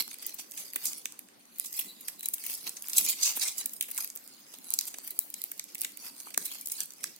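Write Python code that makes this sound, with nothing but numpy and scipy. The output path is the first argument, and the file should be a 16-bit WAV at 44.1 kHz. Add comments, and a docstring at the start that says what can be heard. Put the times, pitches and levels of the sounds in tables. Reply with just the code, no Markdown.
"""A quiet room, close to a pair of microphones: a steel watch bracelet is turned in the hands, slid over
a wrist and clasped. Links click, scrape and bump in runs of tiny contacts that ring the steel and the
watch case and thud in the hand. In between, the whole chain rattles and slides over a rub of skin and
cloth, and a hinge pin squeaks. Room tone, a wavering hum and a few soft thumps lie underneath."""
import sys
import numpy as np
from scipy import signal
from scipy.io import wavfile

SR = 44100
rng = np.random.default_rng(int(sys.argv[2]) if len(sys.argv) > 2 else 0)


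def to_wav(s):
    """Save 16-bit WAV."""
    ch = np.atleast_2d(s).T  # columns
    pcm = np.round(np.clip(ch, -1, 1) * 32767)  # PCM
    wavfile.write(sys.argv[1], SR, pcm.astype(np.int16))


N = 317061

# modes of the steel links, large parts first: (pitch [Hz], level [dB])
LINK_MODES = [(3960, 6), (4380, 8), (5010, 7), (5440, -2.5), (6050, 6), (6480, 5), (7050, 0.5), (7500, -2),
              (7930, 2.5), (8520, -4.5), (9040, -4), (9530, -1.5), (10400, -2.5), (10900, -5.5),
              (11800, -1), (12800, -10.5), (13800, -4.5), (14700, -5), (15500, -9.5)]
AT_REST_DB = -67.5   # faint rattle while the chain is held still
THUD_FOLLOWS_CASE = 0.62   # dB more hand thud per dB more case ring, in clicks and scrapes


def from_db(db):
    """Decibels to gain."""
    return 10 ** (np.asarray(db) / 20)


def rms_one(x):
    """Scale to rms 1."""
    return x / np.sqrt(np.mean(x ** 2) + 1e-20)


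def with_energy(x, energy):
    """Scale each row to the given energy."""
    return x * np.sqrt(energy / np.sum(x ** 2, axis=-1, keepdims=True))


def at_hz(points, hz):
    """Read a curve on a log-frequency axis."""
    point_hz, values = np.transpose(points)
    return np.interp(np.log(hz), np.log(point_hz), values)


def drift(rate_hz):
    """A smooth random wander of rms about 1."""
    step = 40   # samples between drawn points
    r = np.exp(-2 * np.pi * rate_hz * step / SR)
    slow = signal.lfilter([1], [1, -2 * r, r * r], rng.standard_normal(N // step + 2002))[2000:]
    return np.interp(np.arange(N) / step, np.arange(len(slow)), rms_one(slow))


def band(x, low_hz, high_hz):
    """Band-pass."""
    return signal.sosfilt(signal.butter(2, [low_hz, high_hz], "band", fs=SR, output="sos"), x)


def low_cut(x, hz):
    """Steep high-pass: small parts radiate no lows."""
    return signal.sosfilt(signal.butter(4, hz, "high", fs=SR, output="sos"), x)


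def panned(pan_db):
    """Left and right gains, the left pan_db above the right."""
    return from_db(np.array([pan_db / 2, -pan_db / 2]))


def resonator(hz, t60):
    """Filter coefficients of one mode: a unit click starts a decaying sine of height 1."""
    r, w = from_db(-60 / (t60 * SR)), 2 * np.pi * hz / SR
    return [0, np.sin(w)], [1, -2 * r * np.cos(w), r * r]


def ring(drive, hz, t60):
    """Ring one mode at a steady pitch."""
    return signal.lfilter(*resonator(hz, t60), drive + 1e-18)


def room_tone(level_db, patchy_db):
    """Low hum of the house and microphone hiss: half-octave noise bands, each wavering in level."""
    # spectrum of the noise floor: (frequency [Hz], relative density [dB])
    spectrum = [(25, 1), (60, -40), (100, -19.5), (140, -17), (210, 0), (300, -5.5), (420, -7), (700, -11),
                (1300, -13.5), (2300, -15.5), (3600, -17.5), (6000, -21.5), (15000, -17.5), (16500, -38)]
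    # how alike left and right are: (frequency [Hz], correlation [-1 to 1])
    likeness = [(60, 0.8), (240, 0.32), (950, -0.1), (3770, 0.078), (15000, -0.68)]
    edges_hz = 25 * 2 ** np.arange(0, 9.6, .5)
    white = rng.standard_normal((2, 2, N))
    out = 0
    for k, (low, high) in enumerate(zip(edges_hz, edges_hz[1:])):
        mid, side = band(white[k % 2], low, high)
        hz = np.sqrt(low * high)
        alike = at_hz(likeness, hz)
        gain = from_db(at_hz(spectrum, hz) + patchy_db * drift(13.8))
        out += gain * (np.sqrt(1 + alike) * mid + np.sqrt(1 - alike) * side * [[1], [-1]])
    return from_db(level_db) * rms_one(out)


def hum(hz, level_db, t60):
    """A wavering hum in the room: noise twice through one low resonance."""
    once = ring(rng.standard_normal(N), hz, t60)
    return from_db(level_db) * rms_one(ring(once, hz, t60))


def thumps(low_hz, high_hz):
    """Soft thumps, as of arms on the table: puffs of low noise that swell and die."""
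    # the puffs: (peak time [s], level [dB], rise and fall over 20 dB [s])
    puffs = [(.0, -50.5, 0.042), (0.867, -61, 0.097), (1.872, -56, 0.036), (2.673, -57, 0.063),
             (3.018, -63, 0.052), (3.054, -57.5, 0.18), (5.853, -61, 0.083), (6.06, -58, 0.028),
             (6.418, -54, 0.054), (7.077, -59, 0.075)]
    t = np.arange(N) / SR
    envelope = sum(from_db(db - 20 * np.abs(t - s) / length) for s, db, length in puffs)
    mid, side = band(rng.standard_normal((2, N)), low_hz, high_hz)
    return low_cut(envelope * rms_one(mid + 0.5 * side * [[1], [-1]]), 96)


def slide_levels():
    """Levels in dB of small and large links: each slide swells and dies, and overlaps add in power."""
    # slides and swings of the chain: (peak time [s], small links [dB],
    # large links over small [dB], rise over 20 dB [s], fall over 20 dB [s])
    slides = [(.005, -29.5, 3.5, 0.11, 0.015), (0.131, -47.5, 0.5, 0.12, 0.045), (.26, -45, 1, 0.11, 0.13),
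              (0.398, -42.5, -3.5, 0.033, 0.067), (.59, -42, -3.5, 0.11, 0.13),
              (.87, -42, -3.5, 0.23, 0.22), (.98, -57, -5, 0.071, 0.054), (1.62, -45.5, -6.5, 0.09, 0.14),
              (1.79, -37.5, -4.5, 0.13, 0.14), (2.09, -48.5, -2.5, 0.15, 0.14),
              (2.25, -47, -6, 0.055, 0.042), (2.36, -56, -5, 0.043, 0.18), (2.49, -37.5, -5, 0.14, 0.28),
              (2.678, -37.5, -1.5, 0.033, 0.027), (2.87, -47, -6.5, 0.21, 0.17),
              (2.99, -28.5, -6.5, 0.079, 0.13), (3.1, -38, 8.5, 0.094, 0.061),
              (3.269, -33, 2.5, 0.11, 0.12), (3.442, -33.5, 0, 0.068, 0.11), (3.6, -37.5, -4.5, 0.076, 0.1),
              (3.76, -46.5, -8, 0.14, 0.073), (3.83, -50, -12.5, 0.076, 0.25),
              (4.004, -33.5, -7.5, 0.077, 0.082), (4.33, -53.5, -4, 0.28, 0.19),
              (4.55, -58.5, 3, 0.3, 0.057), (4.75, -42.5, -4.5, 0.18, 0.021), (4.87, -47.5, -4, 0.21, 0.17),
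              (5.09, -49, -4.5, 0.59, 0.23), (5.21, -61, -16, 0.068, 0.072), (5.4, -53, -3, 0.24, 0.55),
              (5.69, -52.5, 0.5, 0.018, 0.095), (5.82, -45.5, -1, 0.077, 0.14),
              (6.067, -42.5, -0.5, 0.11, 0.054), (6.2, -44.5, -6, 0.083, 0.14),
              (6.281, -46, -4, 0.058, 0.073), (6.42, -44, -7, 0.04, 0.42), (6.54, -44.5, 0.5, 0.17, 0.12),
              (6.71, -39.5, -6, 0.018, 0.054), (6.817, -39, -3, 0.11, 0.042),
              (7.061, -45.5, -0.5, 0.11, 0.11)]
    t = np.arange(0, N + 64, 64) / SR
    peak_s, peak_db, large_over_db, rise, fall = np.transpose(slides)[:, :, None]
    small_db = peak_db - 20 * np.where(t < peak_s, (peak_s - t) / rise, (t - peak_s) / fall)
    powers = [np.sum(from_db(2 * db), axis=0) + from_db(2 * AT_REST_DB)
              for db in (small_db, small_db + large_over_db)]
    return [np.interp(np.arange(N) / SR, t, 10 * np.log10(power)) for power in powers]


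def contacts(per_s, spread_db, clump_db):
    """Random touches in clumps, many weak and a few strong, with their own strength at each microphone."""
    touching = rng.random(N) < per_s * from_db(clump_db * drift(40)) / SR
    strength = from_db(spread_db * np.minimum(rng.exponential(1, N), 4))
    return strength * touching * rng.standard_normal((2, N))


def gripped_ring(drive, hz, t60, grip_shift=0.07):
    """A part rings at a pitch that shifts with the grip, about every tenth of a second."""
    block, state, out = 4096, np.zeros((2, 2)), np.empty_like(drive)
    for at in range(0, N, block):
        grip_hz = min(hz * (1 + grip_shift * rng.standard_normal()), 16000)
        span = slice(at, at + block)
        out[:, span], state = signal.lfilter(*resonator(grip_hz, t60), drive[:, span] + 1e-18, zi=state)
    return out


def rattle(touches, parts, cycles, tilt_db_per_oct, neighbour_share=0.45, swing_db=3.5):
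    """Each touch rings one part and jolts the others; grip and slack let each part come and go."""
    struck_part = rng.integers(0, len(parts), N)
    lowest_hz = parts[0][0]
    rings = 0
    for k, (hz, db) in enumerate(parts):
        gain = from_db(db + tilt_db_per_oct * np.log2(hz / lowest_hz) + swing_db * drift(23.3))
        drive = touches * np.where(struck_part == k, 1, neighbour_share)
        rings += (-1) ** k * gain * gripped_ring(drive, hz, cycles / hz)
    return rms_one(low_cut(rings, 0.64 * lowest_hz))


def chain(calm_db=11.5, busiest=0.92):
    """The sliding chain: links and case rattle together while skin and cloth rub below."""
    # rub of skin and cloth: (time [s], level over the large links [dB])
    rub_curve = [(0, -16), (.3, -21), (.6, -20), (.9, -14.5), (1.3, -34), (1.75, -24), (2.1, -16.5),
                 (2.5, -20.5), (2.9, -11), (3.1, -28.5), (3.35, -17), (3.8, -19), (4.301, -15.5),
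                 (4.8, -14), (5.3, -19), (5.8, -25), (6.1, -12.5), (6.5, -21), (6.8, -20), (7.19, -20)]
    small_db, large_db = slide_levels()
    case_db = large_db.mean() + 0.99 * (large_db - large_db.mean()) - 8
    rub_db = large_db + np.interp(np.arange(N) / SR, *np.transpose(rub_curve))
    ticks = rms_one(contacts(per_s=2000, spread_db=2.0, clump_db=3.5))
    # within calm_db of rest, the separate touches blur into smooth noise
    busy = np.clip((small_db - AT_REST_DB) / calm_db, 0, busiest)
    touches = busy * ticks + np.sqrt(1 - busy ** 2) * rng.standard_normal((2, N))
    case_modes = [(hz, 0) for hz in np.geomspace(2050, 3950, 8)]
    small = from_db(small_db) * rattle(touches, LINK_MODES[9:], cycles=45, tilt_db_per_oct=1.1)
    large = from_db(large_db) * rattle(touches, LINK_MODES[1:9], cycles=42, tilt_db_per_oct=5.5)
    case = from_db(case_db) * rattle(touches, case_modes, cycles=51, tilt_db_per_oct=2.8)
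    narrowed = touches + 0.28 * touches[::-1]   # each side bleeds into the other
    rub = from_db(rub_db) * rms_one(band(band(narrowed, 290, 1500), 700, 1790))
    return panned(-1.2)[:, None] * (small + large + case + rub)


def gripped_case_hz(hz):
    """The pitch of the case shifts a little with the grip from knock to knock."""
    return hz * (1 + 0.08 * rng.uniform(-0.33, 1))


def clicks():
    """Rows for knocks(): sharp clicks of links and clasp, each with a slightly softened onset."""
    # the clicks: (time [s], level [dB], link centre [Hz], case ring over links [dB],
    # fall over 10 dB [ms], left over right [dB])
    click_cues = [(0.023, -25, 12300, -15, 0.94, 1), (0.114, -36, 8900, -3, 1, 0),
                  (.1331, -42, 10000, -20, 1, 0), (0.143, -33, 11100, -12, 2.1, 3),
                  (0.186, -37.5, 10800, -18, 1.4, -6), (0.2657, -23.5, 12300, -43, 4, -3),
                  (0.3436, -31.5, 12500, -29, 5.2, 3), (0.5123, -31, 11200, -44, 0.35, -5),
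                  (0.519, -34.5, 7700, -16, 2.8, -4), (0.868, -24, 7500, -20, 0.83, -2),
                  (0.886, -39, 8500, -25, .8, 0), (.538, -41, 10000, -9, 3, 3),
                  (0.5762, -31.5, 8840, -12.5, 10, -1), (.659, -49, 10000, -20, 1, -2),
                  (.7441, -37, 9000, -19, 1.5, 0), (0.7347, -27, 10700, -12.5, .5, 0),
                  (0.294, -34.5, 11800, -11, 4, -2), (0.856, -20.5, 9150, -24.5, 5.8, -3),
                  (1.7754, -33, 10900, -18, 1.3, 6), (1.1232, -33, 8200, -35, 0.66, -3),
                  (1.1922, -29.5, 9900, -17.5, 1.1, -5), (1.287, -46.5, 6900, -4, 0.68, -5),
                  (1.455, -47.5, 7700, -13, 1.2, 4), (1.56, -45, 8000, -20, 2.2, -2),
                  (1.585, -32, 13900, -28, 2.6, 3), (1.5984, -16, 11100, -23, 0.31, -6.5),
                  (1.66, -32.5, 8850, -34, 14, -4), (1.747, -36, 9000, -18, 1, 0),
                  (1.815, -35.5, 9000, -3, 1.5, -2), (1.7287, -29.5, 10800, -39, 2.4, 2),
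                  (2.0097, -37.5, 12200, -19, 5.7, 2), (2.0698, -49, 10000, -18, 1, 0),
                  (2.0838, -22.5, 8300, -12, 2.7, -3), (2.1945, -36.5, 11700, -27, 4.3, -2),
                  (2.2086, -29, 11300, -12, 0.52, 1), (2.231, -32, 10000, -12, 5.6, 0),
                  (2.2422, -35, 12500, -32, 1.8, -2), (2.2586, -21, 9300, -18, 3.2, 1),
                  (2.2873, -14.5, 12500, -27.5, 0.43, -1), (2.3388, -20, 12000, -25.5, 5.4, 0),
                  (2.3824, -34, 10000, -8.5, 1.1, 0), (2.397, -36, 9900, -22, 1, 0),
                  (2.4392, -33, 10100, -9.5, 3.7, -5), (2.4456, -33, 11000, -20, 1, 2),
                  (2.465, -26.5, 11600, -11.5, 2.4, 9), (2.532, -29, 11000, -18, 1.4, -1),
                  (2.5375, -38, 9500, -22, 1, 0), (2.694, -24, 8500, -29, 1.5, -2),
                  (2.769, -33.5, 6300, -14.5, 7.4, 1.5), (2.8233, -27, 9700, -38, 1.4, -3),
                  (2.835, -42, 12600, -26, 1.7, 9), (2.842, -43, 9200, 1.5, 1.4, 2),
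                  (2.873, -34, 6940, -17, 1.5, 1), (2.8591, -42, 11000, -29, 1.5, 0),
                  (2.8852, -23, 11100, -17, 0.54, -1), (2.898, -29.5, 9300, -16.5, 8.1, -1),
                  (2.9333, -21.5, 7200, -19, 1.9, -1), (3.212, -34, 6000, -28, 4.2, -11),
                  (3.3231, -33, 7000, -25, 1.1, -6), (3.397, -29, 6840, -33, 2.8, -16),
                  (3.412, -26, 7600, -31, 1.4, -5), (3.417, -26.5, 4770, -13, 23, -4),
                  (3.5828, -25.5, 9000, -42, 7.5, -6), (3.6593, -18, 12100, -25, 2.4, -1),
                  (3.615, -35, 10000, -23, 1, 2), (3.695, -32, 10100, -21, 1, 0),
                  (3.7354, -29, 11200, -48, 3.1, 1), (3.8293, -28.5, 9000, -6, 1.5, 1),
                  (3.8105, -15, 12300, -33, 0.67, -2), (3.8142, -34, 7540, -15, 2.1, 4),
                  (3.8367, -37, 7500, -10, 1.5, 0), (3.842, -46, 9000, 4, 3.4, 1),
                  (3.8253, -23, 11000, -19.5, 2.4, 3), (3.9044, -32, 11000, -25, 1, 2),
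                  (3.9138, -24.5, 12300, -20, 2, 1.5), (3.918, -29, 10000, -15, 1.6, -1),
                  (3.9695, -31, 8000, -16, 0.87, -7), (3.9475, -31, 10700, -28, 1.4, -1),
                  (3.978, -18, 9600, -14, 0.77, -2), (4.046, -22, 11900, -19.5, 1.1, 2),
                  (4.076, -29, 8900, -18, 0.44, -2), (4.102, -28.5, 8200, -22, 1.1, -2),
                  (4.154, -33, 13500, -35, 2.4, 2), (4.1606, -25, 12700, -21, 0.47, 0),
                  (4.174, -33.5, 7700, -22, 2.5, -5), (4.241, -41, 10900, -20, .8, -1),
                  (4.277, -34.5, 11200, -22, 0.68, -7), (4.286, -46, 11000, -23, 1.5, -1),
                  (4.466, -50, 6000, 0, 0.8, -2), (4.587, -35, 11200, -16, 0.7, -2),
                  (4.644, -40, 11300, -23, 1.9, -3), (4.6632, -45, 10000, -25, 1, -5),
                  (4.7052, -19.5, 11000, -39, 0.6, -6), (4.723, -33, 7900, -20, 1.9, 3),
                  (4.7388, -12, 9300, -34, 0.68, -3), (4.7407, -27, 8950, -33, 2.3, 0),
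                  (4.7894, -11, 6030, -20.5, 0.8, 1), (4.7896, -21, 12100, -30, 1.5, -4),
                  (4.8105, -21, 9000, -17, 1.3, -3), (4.855, -30, 10000, -22, 1.1, 0),
                  (5.069, -32, 12400, -21, 0.28, 0), (5.076, -29.5, 11600, -18.5, 5.6, 1),
                  (5.107, -27, 13300, -40, 3.5, -5), (5.1913, -8, 12200, -39, 0.14, 2.5),
                  (5.303, -30.5, 13700, -42, 1.4, -5), (5.3414, -25, 9000, -18.5, 2.1, 1),
                  (5.418, -25, 9100, -30, 0.88, -6), (5.4401, -17, 12600, -18.5, 0.18, -1),
                  (5.579, -38, 11000, -27, 0.89, -5), (5.596, -22.5, 6100, -11.5, 1.36, -2),
                  (5.6412, -30, 10600, -34, 0.34, -6), (5.721, -44, 10000, -10, 1, 0),
                  (5.7481, -27.5, 9300, -20, 1.5, -2), (5.79, -34, 10700, -30, 1.2, -7),
                  (5.753, -28, 9800, -6, 1.3, -2), (5.782, -34, 9000, -24, 1.5, -3),
                  (5.8, -36, 11000, -25, .8, -4), (5.81, -20, 11300, -28, .4, 3),
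                  (5.8173, -15.5, 11800, -29, 0.33, -6), (5.835, -34, 11000, -8, 4.5, 8),
                  (5.8475, -22, 8400, -6, 2.8, 0), (5.9732, -31.5, 10200, -13.5, 2, -4),
                  (5.9204, -41, 11000, -22, 1.2, -1), (6.0632, -41, 12000, -22, .6, -3),
                  (6.065, -37, 12300, -6, 1.5, -2), (6.0783, -34, 9000, -14, .6, 0),
                  (6.1656, -41, 8900, -15, 1.6, -4), (6.203, -36, 8000, -15, 2, -11),
                  (6.341, -35, 8000, -7, 1.1, -1), (6.3445, -29.5, 6800, -6, 2.2, -5),
                  (6.378, -20, 6400, -25, 1.3, -8.5), (6.361, -47, 12000, -25, 1.5, 0),
                  (6.416, -37, 10000, -25, 1.5, 2), (6.4642, -26, 11900, -21, 1.9, 1),
                  (6.612, -31.5, 9800, -43, 3.4, 1), (6.6592, -28.5, 9700, -43, 4, 4),
                  (6.673, -20.5, 10400, -38, .4, -6), (6.686, -31, 12300, -70, 2.5, 9),
                  (6.6996, -33, 7000, -11, 1.5, 0), (6.7193, -23.5, 9800, -26, 5.3, -2.5),
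                  (6.805, -19, 7900, -24, 1.9, -4), (6.834, -31, 10400, -35, 3.9, -1),
                  (6.8576, -33, 12000, -33, 1.7, 0), (6.9364, -39, 10000, -25, 1.9, 0),
                  (6.9834, -44, 9000, -25, 1, -4), (7.0108, -47, 10000, -25, 1, 0),
                  (7.163, -38.5, 9900, -27, 1, -5), (6.906, -35, 6600, -27, 1.6, -3),
                  (6.921, -42, 9700, -14, 2.5, -3), (7.0343, -36, 8900, -9, 3.4, -14)]
    rows = []
    for s, db, link_hz, case_db, fall_ms, pan_db in click_cues:
        thud_db = -23 + THUD_FOLLOWS_CASE * case_db
        rise_ms = 0.57 + 0.27 * fall_ms
        rows.append((s, db, link_hz, gripped_case_hz(2660), case_db, thud_db, rise_ms, fall_ms, pan_db))
    return rows


def contact_runs(envelope, peak_at, alike=0.37, grain_db=1.5, strike=2.33):
    """Grainy runs of tiny contacts: a part both microphones share, and a part of their own for each."""
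    count, _, size = envelope.shape
    white = rng.standard_normal((count, 3, size))
    grain = from_db(grain_db * rng.standard_normal((count, 1, size // 8)).repeat(8, axis=2))
    runs = envelope * grain * white
    shared, own = runs[:, :1], runs[:, 1:]
    shared[:, :, peak_at] = strike * np.sign(shared[:, :, peak_at]) / alike   # one firm contact on top
    # three blends, to drive link, case and hand
    return alike * shared + (1 - alike) * own, shared + 1.32 * own, shared + 0.19 * own


def link_ring(drive, centre_hz, spread_oct=0.25, cycles=33):
    """A struck link: modes near its centre ring loudest, a little differently at each microphone."""
    mode_hz, mode_db = np.transpose(LINK_MODES)
    weight_db = mode_db - 3 * (np.log2(mode_hz / centre_hz) / spread_oct) ** 2
    weight_db = weight_db + rng.normal(0, 0.4, (len(drive), 2, len(mode_hz)))
    modes = sum(from_db(weight_db[:, :, [k]]) * np.sqrt(hz) * ring(drive, hz, cycles / hz)
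                for k, hz in enumerate(mode_hz))
    return low_cut(low_cut(np.diff(modes, prepend=0), 2720), 2670)


def case_ring(drive, centre_hz, spread_oct=0.36, cycles=8.5):
    """The struck case: a short, lower ring, loudest near its centre, through each resonance twice."""
    modes = 0
    for k, hz in enumerate(np.geomspace(950, 3900, 11)):
        gain = hz * from_db(-3 * (np.log2(hz / centre_hz) / spread_oct) ** 2)
        modes += (-1) ** k * gain * ring(ring(drive, hz, cycles / hz), hz, cycles / hz)
    return low_cut(modes, 740)


def hand_thud(drive, hz=588):
    """The hand takes the knock as a dull band of noise."""
    return low_cut(band(drive, 0.6 * hz, 2.57 * hz), 193)


def table_ring(drive):
    """The table rings low under the thuds."""
    # modes of the table: (pitch [Hz], gain [dB], decay over 60 dB [s])
    table_modes = [(304, -33.5, 0.021), (404, -54, 0.23)]
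    return sum(from_db(db) * ring(drive, hz, t60) for hz, db, t60 in table_modes)


def knocks(rows, trim_db, max_lag_samples):
    """Each knock is a run of contacts that swells and dies, sounding link, case, hand and table."""
    size, lead = 2048, 640   # samples in a knock, and ahead of its peak
    columns = np.transpose(rows)[:, :, None, None]
    s, level_db, link_hz, case_hz, case_db, thud_db, rise_ms, fall_ms, pan_db = columns
    ms = (np.arange(size) - lead) / SR * 1000
    envelope = from_db(np.where(ms < 0, 10 * ms / rise_ms, -10 * ms / fall_ms))
    link_drive, case_drive, hand_drive = contact_runs(envelope, lead)
    # the ring outlasts the shortest contacts and adds to their energy
    energy = np.sum(envelope ** 2, axis=2, keepdims=True) + 12
    link = with_energy(link_ring(link_drive, link_hz), energy)
    case = from_db(case_db) * with_energy(case_ring(case_drive, case_hz), energy)
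    thud = from_db(thud_db) * with_energy(hand_thud(hand_drive), energy)
    blows = from_db(level_db + trim_db) * (link + case + thud)
    # off the middle, a knock reaches one microphone a little later
    lags = np.round(max_lag_samples * rng.uniform(-1, 1, len(rows))).astype(int)
    starts = np.round(s.ravel() * SR).astype(int)
    out = np.zeros((2, N + size + 20))
    for at, lag, blow, gains in zip(starts, lags, blows, panned(pan_db.ravel()).T):
        out[0, at + lag:at + lag + size] += gains[0] * blow[0]
        out[1, at:at + size] += gains[1] * blow[1]
    out = out[:, lead:N + lead]
    return out + table_ring(out)


def bumps(rise_ms=1, pan_db=-1.5):
    """Rows for knocks(): heavier blows of steel against case, hand or wrist."""
    # the bumps: (time [s], level [dB], link centre [Hz], case centre [Hz],
    # case ring over links [dB], thud over links [dB], fall over 10 dB [ms])
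    bump_cues = [(0.079, -32.5, 10400, 2920, -9.5, -12, 1.3), (0.7595, -19.5, 11600, 2600, -10, -19.5, 3.8),
                 (1.0663, -39, 10000, 2600, -20, -32, 1), (1.057, -19, 8200, 2840, -8, -22, 0.47),
                 (2.6305, -38, 12100, 2870, -27, -17, 1.5), (3.373, -26, 10900, 2760, -17, -11.5, 2.8),
                 (3.8104, -25.5, 7900, 3400, 2, -63, 0.57), (3.885, -38.5, 11000, 2550, -10, -15.5, 16),
                 (3.982, -25.5, 9600, 1360, -13.5, -45, 8.2), (4.942, -32, 7740, 2660, -7, -16, 3.6),
                 (4.986, -27.5, 9500, 1350, -29, -15, 0.23), (5.517, -26, 11600, 2260, -14.5, -28, 2.7),
                 (6.2702, -40, 10200, 1030, 5, -4, 0.93), (6.305, -38.5, 9000, 2590, -7, -31, 2.4),
                 (6.554, -48, 9000, 1220, -7, 2, 0.69), (6.377, -12.5, 10600, 1280, -21.5, -11, 0.81),
                 (7.041, -19, 7560, 2100, -14.5, -24, 1.7)]
    return [(*bump, rise_ms, fall_ms, pan_db) for *bump, fall_ms in bump_cues]


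def scrapes(usual_db=-28.5, pan_db=-2):
    """Rows for knocks(): links dragged over links; strong scrapes hang free of the hand and thud less."""
    # the scrapes: (peak time [s], level [dB], link centre [Hz], case ring over links [dB],
    # rise over 10 dB [ms], fall over 10 dB [ms])
    scrape_cues = [(0.2263, -36.5, 10000, -11.5, 4.5, 11), (0.3994, -35.5, 7600, -10.5, 31, 4.1),
                   (0.601, -36.5, 9500, -15.5, 20, 19), (0.846, -31, 10900, -14, 10, 3.8),
                   (0.8723, -28, 7900, -29, 16, 26), (0.9333, -26, 7800, -12, 1.4, 0.27),
                   (1.648, -33, 9300, -12.5, 4.7, 2.6), (1.771, -32, 10900, -31, 8.5, 4),
                   (1.7921, -21, 12100, -12.5, 2, 9.4), (2.499, -34, 10100, -6.5, 7.6, 4),
                   (2.6689, -30.5, 10400, -3, 2.9, 1.4), (2.9728, -16.5, 8360, -41, 6.7, 1.4),
                   (2.983, -10.5, 9500, -18, 3.2, 6.7), (3.051, -23.5, 9000, -19, 6.8, 7.9),
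                   (3.0871, -24.5, 9800, -10, 1.2, 15), (3.1, -21, 10500, -31, 14, 14),
                   (3.233, -15.5, 5840, -31, 5.4, 7.9), (3.2578, -22.5, 5900, -37, 27, 28),
                   (3.278, -30.5, 6270, -20, 18, 94), (3.427, -26, 9100, -20, 14, 12),
                   (3.46, -36, 7300, -15, 11, 58), (3.482, -25, 7700, -13, 10, 10),
                   (3.368, -27.5, 10700, -13, 13, 14), (3.6154, -40.5, 11500, -7, 14, 2.8),
                   (4.54, -38, 9200, -7, 3.1, 3.4), (4.745, -28, 10100, -39, 4.1, 1.3),
                   (4.883, -31.5, 9900, -19, 24, 4.2), (6.456, -26.5, 9500, -18, 4.4, 6.8),
                   (6.5168, -32, 10900, -11, 2, 3.7)]
    rows = []
    for s, db, link_hz, case_db, rise_ms, fall_ms in scrape_cues:
        thud_db = -17 + THUD_FOLLOWS_CASE * case_db - 0.76 * (db - usual_db)
        rows.append((s, db, link_hz, gripped_case_hz(3130), case_db, thud_db, rise_ms, fall_ms, pan_db))
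    return rows


def hinge_squeaks(t60):
    """Friction rings a turning hinge pin at its pitch and the octave: a thin squeak, slightly left."""
    # turns of the pin: (start [s], length [s], pitch [Hz], level [dB], octave over fundamental [dB])
    turns = [(1.855, .09, 3970, -50, -14), (2.18, .045, 3970, -52, -14), (2.225, .05, 3980, -46, -14),
             (2.96, .045, 3965, -34, 6), (3.585, .045, 3960, -47, -8), (5.095, .035, 4050, -53, -14),
             (5.195, .045, 3900, -56, -14)]
    out = np.zeros((2, N))
    for s, length, hz, level_db, octave_db in turns:
        at, size = round(s * SR), round(length * SR)
        friction = rng.standard_normal(size)
        tone = rms_one(ring(friction, hz, t60))
        tone += from_db(octave_db) * rms_one(ring(friction, 2 * hz, t60))
        out[:, at:at + size] += from_db(level_db) * np.hanning(size) * tone * [[1], [.8]]
    return low_cut(out, 1800)


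def reverb(x, t60, wall_cut_hz):
    """Each microphone hears its own tail of decaying noise, dulled by the walls."""
    t = np.arange(round(.3 * SR)) / SR
    tail = rng.standard_normal((2, len(t))) * from_db(-60 * t / t60) * (t > .004)   # 4 ms pre-delay
    tail = signal.sosfilt(signal.butter(1, wall_cut_hz, fs=SR, output="sos"), tail)
    return signal.fftconvolve(x, tail / np.sqrt(np.sum(tail ** 2) / 2), axes=1)[:, :N]


def scene():
    """The bracelet and its reverb over room tone, hum and soft thumps."""
    bracelet = knocks(clicks() + scrapes() + bumps(), trim_db=-2, max_lag_samples=6.5)
    bracelet += chain() + hinge_squeaks(t60=0.07)
    wet = from_db(-13) * reverb(low_cut(bracelet, 1350), t60=0.39, wall_cut_hz=14800)
    ambience = room_tone(level_db=-60.5, patchy_db=3) + hum(hz=294.7, level_db=-75, t60=0.16)
    return bracelet + wet + ambience + thumps(low_hz=166, high_hz=400)


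def record(dry):
    """Small bright capsules: the lows are thinned, the top is lifted, then cut off below 17 kHz."""
    lean = low_cut(dry, 52)
    bright = lean + 0.47 * band(lean, 11800, 15600)
    rolled_off = signal.sosfilt(signal.cheby2(12, 15, 16250, fs=SR, output="sos"), bright)
    return signal.sosfilt(signal.cheby2(20, 40, 16980, fs=SR, output="sos"), rolled_off)


dry = scene()
out = record(dry)
to_wav(out)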